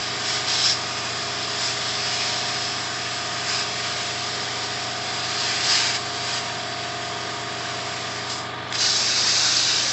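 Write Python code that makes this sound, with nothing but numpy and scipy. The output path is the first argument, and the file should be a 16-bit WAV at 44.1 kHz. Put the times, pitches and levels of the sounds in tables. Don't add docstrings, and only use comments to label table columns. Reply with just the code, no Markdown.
import sys
import numpy as np
from scipy import signal
from scipy.fft import rfft, irfft, next_fast_len
from scipy.io import wavfile
from scipy.ndimage import uniform_filter1d, map_coordinates

SR = 44100
rng = np.random.default_rng(int(sys.argv[2]) if len(sys.argv) > 2 else 0)


def voltage_ratio(level):
    return 10 ** (np.asarray(level, float) / 20)


def unload_audio(sound):
    columns = np.transpose(np.atleast_2d(sound))
    steps = np.round(np.clip(columns, -1, 1) * 32767)
    wavfile.write(sys.argv[1], SR, steps.astype(np.int16))


N = 437472

# frequency [Hz], density [dB per Hz].
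CUT_ROAR = [(300, -35.5), (700, -12), (1100, -6.5), (1700, -1), (2000, -2), (3000, -2), (3500, -19.5),
            (4500, -8)]
CUT_BODY = [(2500, -23.5), (3250, -3.5), (3400, -4), (3900, -3), (4500, -4.5), (5000, -5.5), (5800, -7),
            (6300, -21)]
FIZZ_COLOUR = [(4800, -34), (5700, -8.5), (6200, -5.5), (6900, -4), (7600, -3.5)]
# offset from its centre [Hz], density [dB per Hz].
KERF_WHISTLE = [(20, 0), (190, -1.5), (370, -5), (620, -11), (1000, -24), (2000, -70)]
# frequency [Hz], density [dB per Hz].
PIERCE_WHISTLE = [(3500, -30), (4400, -5), (4720, 0), (4900, -2.5), (5100, -1), (5500, -3.5), (6500, -9),
                  (7500, -25)]
PIERCE_ROAR_COLOUR = [(250, -30), (550, -3.5), (1000, -7), (1550, 0), (2000, -3), (2800, 0.5), (3100, -2),
                      (4200, -14.5)]
PIERCE_BODY_COLOUR = [(2900, -27.5), (3500, -2), (3850, 2.5), (4400, -3), (5000, -4.5), (5600, -31)]
# delay [s], level [dB].
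STEEL_ECHOES = [(.0012, -20), (.0027, -18), (.0046, -17), (.0081, -17), (.013, -16)]
# delay [s], level [dB].
PLATE_MIRROR = (.001855, -11)
# time [s], whistle level [dB], whistle centre [Hz].
JET_FLOW = [(0, -34.5, 4985), (.7, -35.5, 5015), (1.7, -34, 4980), (2.1, -29.5, 4980), (2.5, -32, 5090),
            (2.8, -35, 5030), (3.9, -34, 4884), (5.0, -35.5, 4890), (5.35, -33, 4780), (5.94, -30, 4800),
            (6.0, -36, 4730), (7.0, -40, 4883), (8.3, -38.5, 4930), (8.82, -26, 4940), (9.1, -26, 4950),
            (9.55, -24.5, 4800), (9.92, -28.5, 4940)]
# start [s], peak [s], end [s], whistle level [dB], roar against it [dB].
EDGE_FLARES = [(0.169, .31, .44, -30, -0.5), (.455, .49, .755, -26, -3.5), (.56, 0.671, .755, -22, -7),
               (1.531, 1.65, 1.74, -30, 0), (3.449, 3.487, 3.68, -28.5, -4),
               (5.371, 5.413, 5.66, -31, -1.5), (5.556, 5.7, 5.93, -29, 3), (5.66, 5.73, 5.79, -23, -4),
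               (5.8, 5.88, 5.925, -32, 1.5), (5.933, 5.948, 5.98, -31.5, 2), (6.08, 6.34, 6.41, -32, -3),
               (8.73, 8.754, 8.768, -27, -4)]
# start [s], then roar, body and fizz against the whistle [dB].
JET_STAGES = [
    (0, 2, -2, -4.5),
    (5.97, 1.5, -1.5, -3),
    (8.285, -7, -6, 2),
    (8.7, -5.5, -4.5, 0),
    (9.66, -2, -3.5, 0),
]
# start [s], peak level [dB], nozzle ring [Hz], decay t60 [s].
SNAPS = [
    (.472, -20, 5050, .02),
    (5.944, -19, 4760, .02),
    (8.684, -27, 4000, .012),
    (8.7247, -7.5, 3320, .014),
    (8.7525, -14, 4630, .014),
]
# multiple of shaft speed, level [dB rms].
LOUD_ORDERS = [(4, -51.3), (6, -55.4), (8, -54.4), (9, -57.4), (10, -52.1), (11, -57.1), (12, -52.6),
               (14, -51.4), (15, -53.7), (16, -54.2), (18, -44.9), (19, -53.2), (27, -50.2), (28, -55.1),
               (29, -47.1), (30, -52.6), (3, -66), (32, -52.2), (33, -45.6), (34, -52.8), (48, -52.9),
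               (49, -52.4), (52, -47.6), (53, -52.6), (54, -46.3), (55, -49.2), (66, -53.7), (67, -53.2),
               (69, -53.6), (96, -52.9)]
# frequency [Hz], level [dB rms].
QUIET_ORDERS = [(40, -71.5), (70, -64), (450, -67), (900, -67), (1300, -61.5), (1700, -68), (2500, -66)]
# time [s], level [dB rms], path change [m].
TANK_SWELL = [(0, -48, -0.0073), (.9, -44.5, -0.016), (3.5, -42, 0), (6.4, -39.5, 0.003), (7.6, -40, -.1),
              (8.35, -42.5, -.1), (8.6, -47, -.1), (9.92, -47.5, -.1)]
# time [s], level change [dB], unsteadiness [dB].
PATH_SHADE = [(0, 0, 1), (8.9, 0, 1), (9.3, -6, 2.2), (9.92, -6, 2.2)]
# frequency [Hz], density [dB per Hz].
CASING_COLOUR = [(30, -45.5), (70, -18.5), (130, -4), (300, -11), (420, -3.5), (520, -4.5), (700, -5.5),
                 (1200, -1), (1380, -6), (1700, -1), (2500, -9), (3400, -4.5), (5000, -14.5), (6000, -23.5),
                 (7800, -28)]
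# frequency [Hz], level [dB rms].
HUM = [(119.7, -43.5), (240, -59.5), (166.3, -55)]
# frequency [Hz], density [dB per Hz].
BLADE_TONE = [(900, -60), (937, -15.5), (946, 6.5), (953, -1.5), (990, -65.5)]
COWL_RING = [(3100, -50), (3320, -6), (3375, 0), (3440, -5.5), (3700, -44)]
# frequency [Hz], decay t60 [s].
ROOM_DECAY = [(300, 0.29), (3000, 0.3), (8000, 0.62)]
# frequency [Hz], gain [dB].
MIC_RESPONSE = [(20, -35.5), (42, -1), (7700, 2), (8000, -10), (8300, -17.5), (8500, -33.5), (8800, -72.5)]

SHAFT_HZ, TANK_ORDER = 22.603, 31
VALVE_SHUT_S, VALVE_OPEN_S, PIERCE_S, FULL_S = 8.285, 8.7, 8.78, 8.815
BLEED_DB_PER_S, BLEED_QUICKENS, FILL_DB_PER_S = 87, 2, 163
PUFF_DB, PUFF_RISE_S = 12, 0.017
FLARE_BODY_DB, FLARE_FIZZ_DB = -1.5, -2.5
FLARE_HOLD = 3
FIZZ_AT_DB, FIZZ_GROWS = -27.5, 0.73
FOCUS_DB = 5.5
SPLIT_HZ, SPLIT_WIDTH_HZ, SINGS_DB = 160, 60, 2.5


def unit(x):
    return x / np.sqrt(np.mean(x ** 2) + 1e-20)


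def along(points, hz):
    f, v = np.transpose(points)
    return np.interp(np.log(hz + 1), np.log(f + 1), v)


def curves(rows, t):
    s, *cols = np.transpose(rows)
    return [np.interp(t, s, c) for c in cols]


def wobble(rate, t):
    return map_coordinates(rng.standard_normal(int(t[-1] * rate) + 4), [t * rate], order=2)


def filtered(x, gain):
    m = next_fast_len(N + 8192)
    return irfft(rfft(x, m) * gain(np.fft.rfftfreq(m, 1 / SR)), m)[:N]


def rush(spectrum, patchy_db):
    z = signal.stft(rng.standard_normal(N), nperseg=512)[2]
    field = uniform_filter1d(rng.standard_normal(z.shape), size=3, axis=0)
    field = uniform_filter1d(field, size=24, axis=1)
    x = signal.istft(z * voltage_ratio(patchy_db * unit(field)), nperseg=512)[1][:N]
    return unit(filtered(x, lambda hz: voltage_ratio(along(spectrum, hz))))


def whistle(level, centre_hz, focus):
    def mode_gain(hz):
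        return 1 / (1 + ((hz - SPLIT_HZ) / SPLIT_WIDTH_HZ) ** 2)

    turn = 2 * np.pi * np.cumsum(centre_hz) / SR
    out = 0
    for carrier in (np.cos(turn), np.sin(turn)):
        noise = rush(KERF_WHISTLE, patchy_db=1)
        singing = unit(filtered(noise, mode_gain))
        out = out + (level * noise + voltage_ratio(SINGS_DB) * focus * singing) * carrier
    return out


def jet():
    t = np.arange(N) / SR
    level, roar, body, fizz, centre_hz, focus = controls()
    cut = voltage_ratio(-4.5) * whistle(level, centre_hz, focus)
    cut = cut + roar * rush(CUT_ROAR, patchy_db=1.5) + body * rush(CUT_BODY, patchy_db=1.0)
    pierce = level * rush(PIERCE_WHISTLE, patchy_db=1.2)
    pierce = pierce + roar * rush(PIERCE_ROAR_COLOUR, patchy_db=2.0)
    pierce = pierce + body * rush(PIERCE_BODY_COLOUR, patchy_db=2.0)
    gas = np.where(t < PIERCE_S, cut, pierce) + fizz * rush(FIZZ_COLOUR, patchy_db=-0.3)
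    gas = gas * voltage_ratio(0.51 * wobble(60, t) + 0.31 * wobble(400, t))
    echoes = 0
    for delay_s, db in STEEL_ECHOES:
        drifting_s = delay_s * (1 + 0.0591 * wobble(.7, t))
        echoes = echoes + voltage_ratio(db) * np.interp(t - drifting_s, t, gas)
    mirror_s, mirror_db = PLATE_MIRROR
    mirror = filtered(np.roll(gas, round(mirror_s * SR)), lambda hz: np.clip(hz / 2500 - 1.2, 0, 1))
    return voltage_ratio(0.67) * (gas + echoes + (t > PIERCE_S) * voltage_ratio(mirror_db) * mirror)


def controls():
    t = np.arange(0, N, 32) / SR
    flow_db, centre_hz = np.where(t < VALVE_OPEN_S, curves(JET_FLOW[:-4], t), curves(JET_FLOW[-4:], t))
    shut_s = np.clip(t - VALVE_SHUT_S, 0, None)
    bleeding_db = BLEED_DB_PER_S * shut_s * (1 + BLEED_QUICKENS * shut_s)
    bleeding_db = bleeding_db - PUFF_DB * np.minimum(shut_s / PUFF_RISE_S, 1)
    filling_db = FILL_DB_PER_S * np.clip(FULL_S - t, 0, None)
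    steady = voltage_ratio(flow_db - np.where(t < VALVE_OPEN_S, bleeding_db, filling_db)) ** 2
    sharp, broad = flares(t)
    fizz_power = (sharp / voltage_ratio(2 * FIZZ_AT_DB)) ** FIZZ_GROWS * voltage_ratio(2 * (FIZZ_AT_DB + FLARE_FIZZ_DB))
    flare_powers = [broad, broad * voltage_ratio(2 * FLARE_BODY_DB), fizz_power]
    begins, *colour_db = np.transpose(JET_STAGES)
    stage = np.searchsorted(begins, t, side="right") - 1
    colours = []
    for db, flare in zip(colour_db, flare_powers):
        gain = np.sqrt(steady * voltage_ratio(2 * db[stage]) + flare)
        colours.append(gain * voltage_ratio(1.08 * wobble(6, t)))
    centre_hz = centre_hz + 15 * np.minimum(10 * np.log10(1 + sharp / voltage_ratio(2 * flow_db)), 15)
    focus = np.sqrt(np.clip(sharp - voltage_ratio(2 * FOCUS_DB) * broad, 0, None))
    knobs = [np.sqrt(steady + sharp), *colours, centre_hz, focus]
    return [np.interp(np.arange(N) / SR, t, knob) for knob in knobs]


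def flares(t):
    start, peak, end, db, broad_db = np.transpose(EDGE_FLARES)[:, :, None]
    rise = np.sin(np.pi / 2 * np.clip((t - start) / (peak - start), 0, 1)) ** 2
    fall = 1 - np.clip((t - peak) / (end - peak), 0, 1) ** FLARE_HOLD
    power = (voltage_ratio(db) * rise * fall) ** 2
    return power.sum(axis=0), (power * voltage_ratio(2 * broad_db)).sum(axis=0)


def strikes():
    out, t = np.zeros(N), np.arange(SR // 20) / SR
    for start_s, db, hz, t60 in SNAPS:
        burst = rng.standard_normal(len(t)) * .9 + .5 * np.sin(2 * np.pi * hz * t)
        envelope = voltage_ratio(db - 60 * t / t60) * (1 - np.exp(-t / 0.00076))
        out[round(start_s * SR):][:len(t)] += envelope * burst
    return filtered(out, lambda hz: np.clip(hz / 1500, 0, 1) * np.clip(4500 / (hz + 1), 0, 1))


def compressor():
    def full_rate(x):
        return signal.resample_poly(x, 7, 1)[:N]

    t = np.arange(N // 7 + 2) * 7 / SR
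    turn = 2 * np.pi * np.cumsum(SHAFT_HZ + .006 * wobble(1.5, t)) * 7 / SR
    loud = {round(k): db for k, db in LOUD_ORDERS}
    tank_db, path_m = curves(TANK_SWELL, t)
    shade_db, unsteady = curves(PATH_SHADE, t)
    tank_slip = 2 * np.pi * TANK_ORDER * SHAFT_HZ * path_m / 343
    lines = 0
    for k in range(2, 110):
        phase = k * turn + np.pi * k * k / 8.7 + .7 * rng.standard_normal()
        scatter_db = 3 * rng.standard_normal()
        db = loud.get(k, along(QUIET_ORDERS, k * SHAFT_HZ) + scatter_db)
        if k == TANK_ORDER:
            db = tank_db
            phase = phase - tank_slip
        elif k > 16:
            db = db + shade_db
        drift_db = min(k / 12, 1.5) * unsteady * wobble(2.436, t)
        lines = lines + voltage_ratio(db + drift_db) * np.sin(phase)
    for hz, db in HUM:
        lines = lines + voltage_ratio(db) * np.sin(2 * np.pi * hz * t)
    valve_beat = voltage_ratio(0.74 * np.sin(turn) + 1.0 * np.sin(2 * turn + 1))
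    casing = voltage_ratio(-35.5) * full_rate(valve_beat) * rush(CASING_COLOUR, patchy_db=1.0)
    return np.sqrt(2) * full_rate(lines) + casing


def fan():
    blade_db = -48 + curves(PATH_SHADE, np.arange(N) / SR)[0]
    return voltage_ratio(blade_db) * rush(BLADE_TONE, patchy_db=0.0) + voltage_ratio(-49.5) * rush(COWL_RING, patchy_db=2)


def shop(x):
    hz, t, z = signal.stft(rng.standard_normal(SR // 2), SR, nperseg=256)
    decay = voltage_ratio(-60 * t / along(ROOM_DECAY, hz)[:, None])
    tail = signal.istft(z * decay, SR, nperseg=256)[1]
    return signal.fftconvolve(np.pad(x, (700, 0)), tail / np.linalg.norm(tail))[:N]


def scene():
    torch = jet() + strikes()
    mono = torch + voltage_ratio(-13) * shop(torch) + compressor() + fan()
    return np.array([mono, mono])


def low_pass(x):
    return signal.sosfilt(signal.butter(12, 9000, fs=SR, output="sos"), x)


def record(dry):
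    mono = filtered(dry[0], lambda hz: voltage_ratio(along(MIC_RESPONSE, hz)))
    memory = .6 * SR
    power = signal.lfilter([1 / memory], [1, 1 / memory - 1], mono ** 2)
    mono = mono * (1 + power / voltage_ratio(-23)) ** -.3
    return low_pass(np.array([mono, mono]))


dry = scene()
out = record(dry)
unload_audio(out)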